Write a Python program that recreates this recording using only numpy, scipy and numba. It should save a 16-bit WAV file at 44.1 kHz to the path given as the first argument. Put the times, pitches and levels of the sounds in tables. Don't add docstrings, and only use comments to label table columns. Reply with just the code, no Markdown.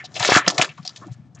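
import sys
import numpy as np
from scipy import signal
from scipy.fft import rfft, irfft
from scipy.io import wavfile
from numba import njit

SR = 44100
rng = np.random.default_rng(int(sys.argv[2]) if len(sys.argv) > 2 else 0)


def wav_record(signal):
    frames = np.transpose(np.atleast_2d(signal))
    bounded = np.clip(frames, -1, 1)
    quanta = np.round(bounded * 32767).astype(np.int16)
    wavfile.write(sys.argv[1], SR, quanta)


N = 61739

# t/s, level/dB in low, mid, high band, left minus right/dB
CRACKLE_TRACK = [(0.0, -55, -64, -48, 1), (0.062, -60.5, -54.5, -70, 1.5), (0.158, -46, -61, -44, 4.5),
                 (0.214, -43, -21, -25, 3.5), (0.256, -36.5, -32, -18, 1.5), (0.284, -25, -22.5, -27, 3),
                 (0.334, -26.5, -15.5, -15, 2), (0.376, -32, -21.5, -10, 1), (0.436, -42.5, -28.5, -58, 2),
                 (0.49, -39.5, -29, -25.5, -1), (0.54, -35.5, -51, -38, 3), (0.634, -27.5, -41, -29.5, 1.5),
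                 (0.75, -68.5, -55.5, -60, 3.5), (0.992, -54.5, -60, -49.5, 3), (1.05, -53, -56.5, -57, 0),
                 (1.144, -67.5, -60.5, -69, 1.5), (1.4, -58.5, -81.5, -98, 3.5)]
CRACKLE_BAND_HZ = (700, 2300, 5300)
# t/s, peak level/dB, f/Hz
CRACK_EVENTS = [(0.2494, 1.5, 2200), (0.2905, -7.5, 544), (0.3205, -3.5, 450), (0.365, -4.5, 350),
                (0.4788, -7, 2000), (0.4797, -5, 450), (0.481, -3.5, 3000), (0.5015, -12.5, 2500),
                (0.5812, -8, 2500), (0.5973, -9, 500), (0.6241, -2, 1900)]
# t/s, tick level/dB, f/Hz, length/s, pitch spread/octaves
SNAP_EVENTS = [(.001, -26, 2050, 0.024, 0.1), (0.027, -37, 2240, 0.014, 0.31),
               (0.119, -44, 3500, 0.004, 0.8), (0.143, -27.5, 4500, 0.0092, 0.085),
               (.1645, -18.5, 2760, 0.011, 0.063), (0.196, -12.5, 3900, 0.013, 0.48),
               (0.228, -7.5, 2920, 0.026, 0.56), (0.2522, -5.5, 3920, 0.02, 0.39),
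               (0.275, -11.5, 4460, 0.0084, 0.36), (0.28, -6.5, 3640, 0.015, 0.34),
               (0.297, -5, 4640, 0.03, 0.17), (.303, -9, 2590, 0.017, 0.46),
               (.320, -5.5, 2070, 0.015, 0.35), (0.342, -6, 2750, 0.012, 0.5),
               (0.35, -3, 1540, 0.016, 0.24), (.358, -2.5, 3380, 0.0081, 0.58),
               (0.37, -4.5, 1746, 0.011, 0.19), (.378, -9.5, 1600, 0.021, 0.39),
               (0.393, -12.5, 1605, 0.036, 0.24), (0.464, -18.5, 3200, 0.0054, 0.22),
               (0.4779, -5, 3580, 0.0064, 0.71), (.4805, -1.5, 5260, 0.0057, 0.13),
               (0.488, -14.5, 5150, 0.0077, 0.092), (.501, -10.5, 4480, 0.0061, 0.32),
               (0.505, -16, 5330, 0.011, 0.28), (0.545, -26, 5030, 0.017, 0.1),
               (0.58, -4.5, 4020, 0.0094, 0.51), (0.594, -11.5, 3500, 0.02, 0.84),
               (0.6142, -1.5, 4380, 0.016, 0.65), (.621, -12, 3600, .008, 0.84),
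               (0.629, -14.5, 3050, .016, 0.77), (0.645, -15.5, 3720, 0.014, 0.77),
               (0.692, -27, 2610, 0.029, 0.081), (0.777, -38.5, 3660, 0.028, 0.83),
               (0.829, -38.5, 4640, 0.013, 0.13), (0.851, -23.5, 4810, 0.013, 0.32),
               (.864, -25.5, 4700, 0.0094, 0.076), (0.8762, -16, 5020, 0.0041, 0.061),
               (0.8932, -28, 4670, 0.0055, 0.077), (0.896, -32.5, 4700, 0.016, 0.086),
               (.961, -26.5, 4600, 0.011, 0.47), (.973, -30, 5000, 0.0075, 0.26),
               (1.068, -43.5, 5500, .015, 0.42), (1.349, -38, 6300, 0.013, 0.17)]
# t/s, tick level/dB, f/Hz, length/s, left minus right/dB
POP_EVENTS = [(0.038, -31.5, 712, 0.024, 8), (0.164, -21, 664, 0.024, 11), (0.203, -12.5, 890, 0.022, 10.5),
              (0.228, -11.5, 764, 0.017, 6), (0.251, -10, 600, 0.014, 4.5),
              (0.288, -8.5, 485, 0.0093, 13.5), (0.295, -6, 960, 0.013, 4.5), (0.32, -3.5, 884, 0.017, 5.5),
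              (0.365, -1, 648, 0.009, 1), (0.371, 0, 1108, 0.022, 1.5), (0.465, -17.5, 955, 0.02, 8),
              (0.475, -9, 615, 0.0067, -11), (0.501, -10, 888, 0.0087, 3), (0.52, -22.5, 786, 0.01, 6),
              (0.554, -29, 683, 0.022, 15.5), (0.58, -9.5, 850, 0.013, 3), (0.589, -11, 650, 0.0078, 11),
              (0.599, -9, 850, 0.0077, 7), (0.614, -8, 865, 0.015, 14), (0.78, -27.5, 1020, 0.022, 4),
              (0.851, -32, 760, 0.015, 8), (0.89, -33.5, 1160, 0.018, 2)]
# t/s, tick level/dB, f/Hz, length/s, pitch spread/octaves
RUB_EVENTS = [(0.039, -28, 4680, 0.029, 0.24), (0.144, -22, 4400, 0.043, 0.37),
              (1.01, -37, 1145, 0.046, 0.077), (1.008, -45.5, 342, .022, 0.21),
              (1.044, -42.5, 303, 0.045, 0.23), (1.07, -49.5, 745, .032, 0.18),
              (1.107, -43.5, 5560, 0.047, 0.44), (1.347, -44.5, 2880, .075, 1.04)]
# f/Hz, width/Hz, level/dB
RING_MODES = [(735, 28, -3.5), (1218, 33, -2), (1787, 47, -3.5), (7230, 1300, 3.5)]
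# t/s, peak level/dB, f/Hz
THUD_EVENTS = [(0.203, -24.5, 123.5), (0.315, -26, 116), (0.359, -19, 127), (0.474, -22, 185),
               (0.587, -20.5, 137.6), (0.693, -37, 140), (0.795, -30, 159.5), (1.094, -32.5, 133.4),
               (1.11, -23.5, 127.2), (1.16, -38, 131), (1.195, -37.5, 162.7), (1.344, -40, 132.8)]
# f/Hz, level/dB per Hz
RUMBLE_SPECTRUM = [(18, -73), (30, -58.5), (60, -23), (128, 1), (273, -16.5), (371, -26), (399, -37),
                   (852, -32), (1110, -60), (2400, -47), (8720, -51), (11300, -90)]

CRACKLE_PER_S, CRACKLE_SCATTER_DB, CRACKLE_CYCLES = 8000, 2, 6
CRACKLE_LOW_HZ, CRACKLE_TOP_HZ = 264, 7560
CRACKLE_TREBLE_BIAS = 0.54
SNAP_TICKS, SNAP_CYCLES, SNAP_SCATTER_DB = 56, 4, 4
POP_TICKS, POP_CYCLES, POP_SCATTER_DB, POP_SPREAD_OCT = 26, 2.6, 2, 0.14
LEAD_SHARE, LEAD_DB = 0.1, -12
FADE_DB, FADE_CURVE = 15.5, 0.41
TICK_SPREAD_DB = 1
THUD_RISE_S, THUD_T60_S = 0.014, 0.055
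RUMBLE_DB, RUMBLE_WANDER_DB, RUMBLE_WIDTH = -49, 3, 0.1
ROOM_DB, ROOM_T60_S, ROOM_DULL_HZ, ROOM_WIDTH = -9, 0.075, 5460, 0.16
LEFT_OVER_RIGHT_DB = 4.5
MIC_LOW_HZ, MIC_TOP_HZ, TOP_HZ = 93.5, 6670, 8700
CEILING = 0.95


def crackle():
    u_gap, u_pitch, u_size, u_sign = rng.random((13000, 4)).T
    t = np.cumsum(-np.log(u_gap)) / CRACKLE_PER_S
    span = CRACKLE_TOP_HZ / CRACKLE_LOW_HZ
    hz = CRACKLE_LOW_HZ * span ** (u_pitch ** CRACKLE_TREBLE_BIAS)
    track = np.array(CRACKLE_TRACK).T
    low, mid, high, pan_db = (np.interp(t, track[0], column) for column in track[1:])
    place = np.interp(np.log(hz), np.log(CRACKLE_BAND_HZ), [0, 1, 2])
    db = np.where(place < 1, low + (mid - low) * place, mid + (high - mid) * (place - 1))
    db = db + 10 * np.log10(CRACKLE_BAND_HZ[1] / CRACKLE_PER_S)
    db = db - CRACKLE_SCATTER_DB * np.log(u_size)
    return grains(t, hz, CRACKLE_CYCLES, db, np.sign(u_sign - 0.5), pan_db)


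def cracks():
    t, db, hz = np.array(CRACK_EVENTS).T[:, :, None]
    phase = 2 * np.pi * hz * (np.arange(N) / SR - t)
    swing = -phase * np.exp((1 - phase ** 2) / 2)
    return np.array([np.sum(amp(db + side * lean_db(t)) * swing, axis=0) for side in (0.5, -0.5)])


def snaps():
    t, db, hz, length_s, spread_oct = np.array(SNAP_EVENTS).T[:, :, None]
    return bursts(t, db, hz, length_s, spread_oct, lean_db(t) - 1,
                  SNAP_CYCLES, SNAP_SCATTER_DB, count=SNAP_TICKS)


def pops():
    t, db, hz, length_s, pan_db = np.array(POP_EVENTS).T[:, :, None]
    return bursts(t, db, hz, length_s, POP_SPREAD_OCT, pan_db,
                  POP_CYCLES, POP_SCATTER_DB, count=POP_TICKS)


def rubs():
    t, db, hz, length_s, spread_oct = np.array(RUB_EVENTS).T[:, :, None]
    return bursts(t, db, hz, length_s, spread_oct, lean_db(t),
                  SNAP_CYCLES, POP_SCATTER_DB, count=SNAP_TICKS, soft=True)


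def resonance(foil):
    return sum(amp(db) * signal.lfilter(*signal.iirpeak(hz, hz / width_hz, fs=SR), foil)
               for hz, width_hz, db in RING_MODES)


def thuds():
    t, out = np.arange(N) / SR, 0
    for t0, db, hz in THUD_EVENTS:
        age = np.maximum(t - t0 + THUD_RISE_S / 2, 0)
        rise = np.minimum(age / THUD_RISE_S, 1)
        decay = amp(-60 * np.maximum(age - THUD_RISE_S, 0) / THUD_T60_S)
        out = out + amp(db) * rise * decay * np.sin(2 * np.pi * hz * age)
    return out


def room(x):
    t = np.arange(SR // 2) / SR
    mid, side = rng.standard_normal((2, len(t))) * amp(-60 * t / ROOM_T60_S)
    tail = mid + ROOM_WIDTH * side * np.array([[1], [-1]])
    tail = tail / np.sqrt(np.sum(mid ** 2))
    tail = signal.lfilter(*signal.butter(1, ROOM_DULL_HZ, fs=SR), tail)
    return amp(ROOM_DB) * signal.fftconvolve(x, tail, axes=1)[:, :N]


def rumble():
    hz, db = np.array(RUMBLE_SPECTRUM).T
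    gain = amp(np.interp(np.log(np.fft.rfftfreq(N, 1 / SR) + 1), np.log(hz), db))
    mid, side = irfft(rfft(rng.standard_normal((2, N))) * gain, N)
    stereo = (mid + RUMBLE_WIDTH * side * np.array([[1], [-1]])) / mid.std()
    knots = np.arange(0, N + SR, SR // 30)
    wander = np.interp(np.arange(N), knots, rng.standard_normal(len(knots)))
    return amp(RUMBLE_DB + RUMBLE_WANDER_DB * wander) * stereo


def lean_db(t):
    track = np.array(CRACKLE_TRACK)
    return np.interp(t, track[:, 0], track[:, -1])


def bursts(t, db, hz, length_s, spread_oct, pan_db, cycles, scatter_db, count, soft=False):
    u = rng.random((len(t), count, 2))
    g = rng.standard_normal((len(t), count, 3))
    late = (np.arange(count) + u[..., 0]) / count
    if soft:
        shape_db = 20 * np.log10(np.sin(np.pi * late) + 1e-9)
    else:
        late = late * (1 + LEAD_SHARE) - LEAD_SHARE
        shape_db = np.where(late < 0, LEAD_DB, -FADE_DB * np.abs(late) ** FADE_CURVE)
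    tick_hz = hz * 2 ** (spread_oct * g[..., 0])
    tick_db = db + shape_db + scatter_db * g[..., 1]
    tick_pan_db = pan_db + TICK_SPREAD_DB * g[..., 2]
    return grains(t + late * length_s, tick_hz, cycles, tick_db, np.sign(u[..., 1] - 0.5), tick_pan_db)


def grains(t, hz, cycles, db, sign, pan_db):
    hz = np.clip(hz, 50, 0.2 * SR)

    def flat(v):
        return np.ascontiguousarray(np.broadcast_to(v, hz.shape), dtype=float).ravel()

    left = flat(sign * amp(db + pan_db / 2))
    right = flat(sign * amp(db - pan_db / 2))
    return rings(N, flat(t * SR), flat(hz), flat(3 * cycles / hz), left, right, 1. * SR)


@njit
def rings(n, start, hz, t60, left, right, sr):
    out = np.zeros((2, n))
    for k in range(len(start)):
        turn = np.exp(2j * np.pi * hz[k] / sr - np.log(1000) / (t60[k] * sr))
        z = 1 + 0j
        rest_step, rest = np.exp(-3 * hz[k] / sr), 1.
        for i in range(max(int(start[k]), 0), min(int(start[k] + t60[k] * sr), n)):
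            out[0, i] += left[k] * z.imag * (1 - rest) ** 2
            out[1, i] += right[k] * z.imag * (1 - rest) ** 2
            z *= turn
            rest *= rest_step
    return out


def amp(db):
    return 10 ** (np.asarray(db) / 20)


def scene():
    foil = crackle() + cracks() + snaps() + pops() + rubs()
    foil = foil + resonance(foil)
    lean = amp(np.array([[0.5], [-0.5]]) * LEFT_OVER_RIGHT_DB)
    return foil + room(foil) + lean * (thuds() + rumble())


def record(dry):
    x = CEILING * np.tanh(dry / CEILING)
    x = signal.sosfilt(signal.butter(3, MIC_LOW_HZ, "high", fs=SR, output="sos"), x)
    x = signal.sosfilt(signal.butter(4, MIC_TOP_HZ, fs=SR, output="sos"), x)
    return signal.sosfilt(signal.ellip(8, 0.2, 60, TOP_HZ, fs=SR, output="sos"), x)


dry = scene()
out = record(dry)
wav_record(out)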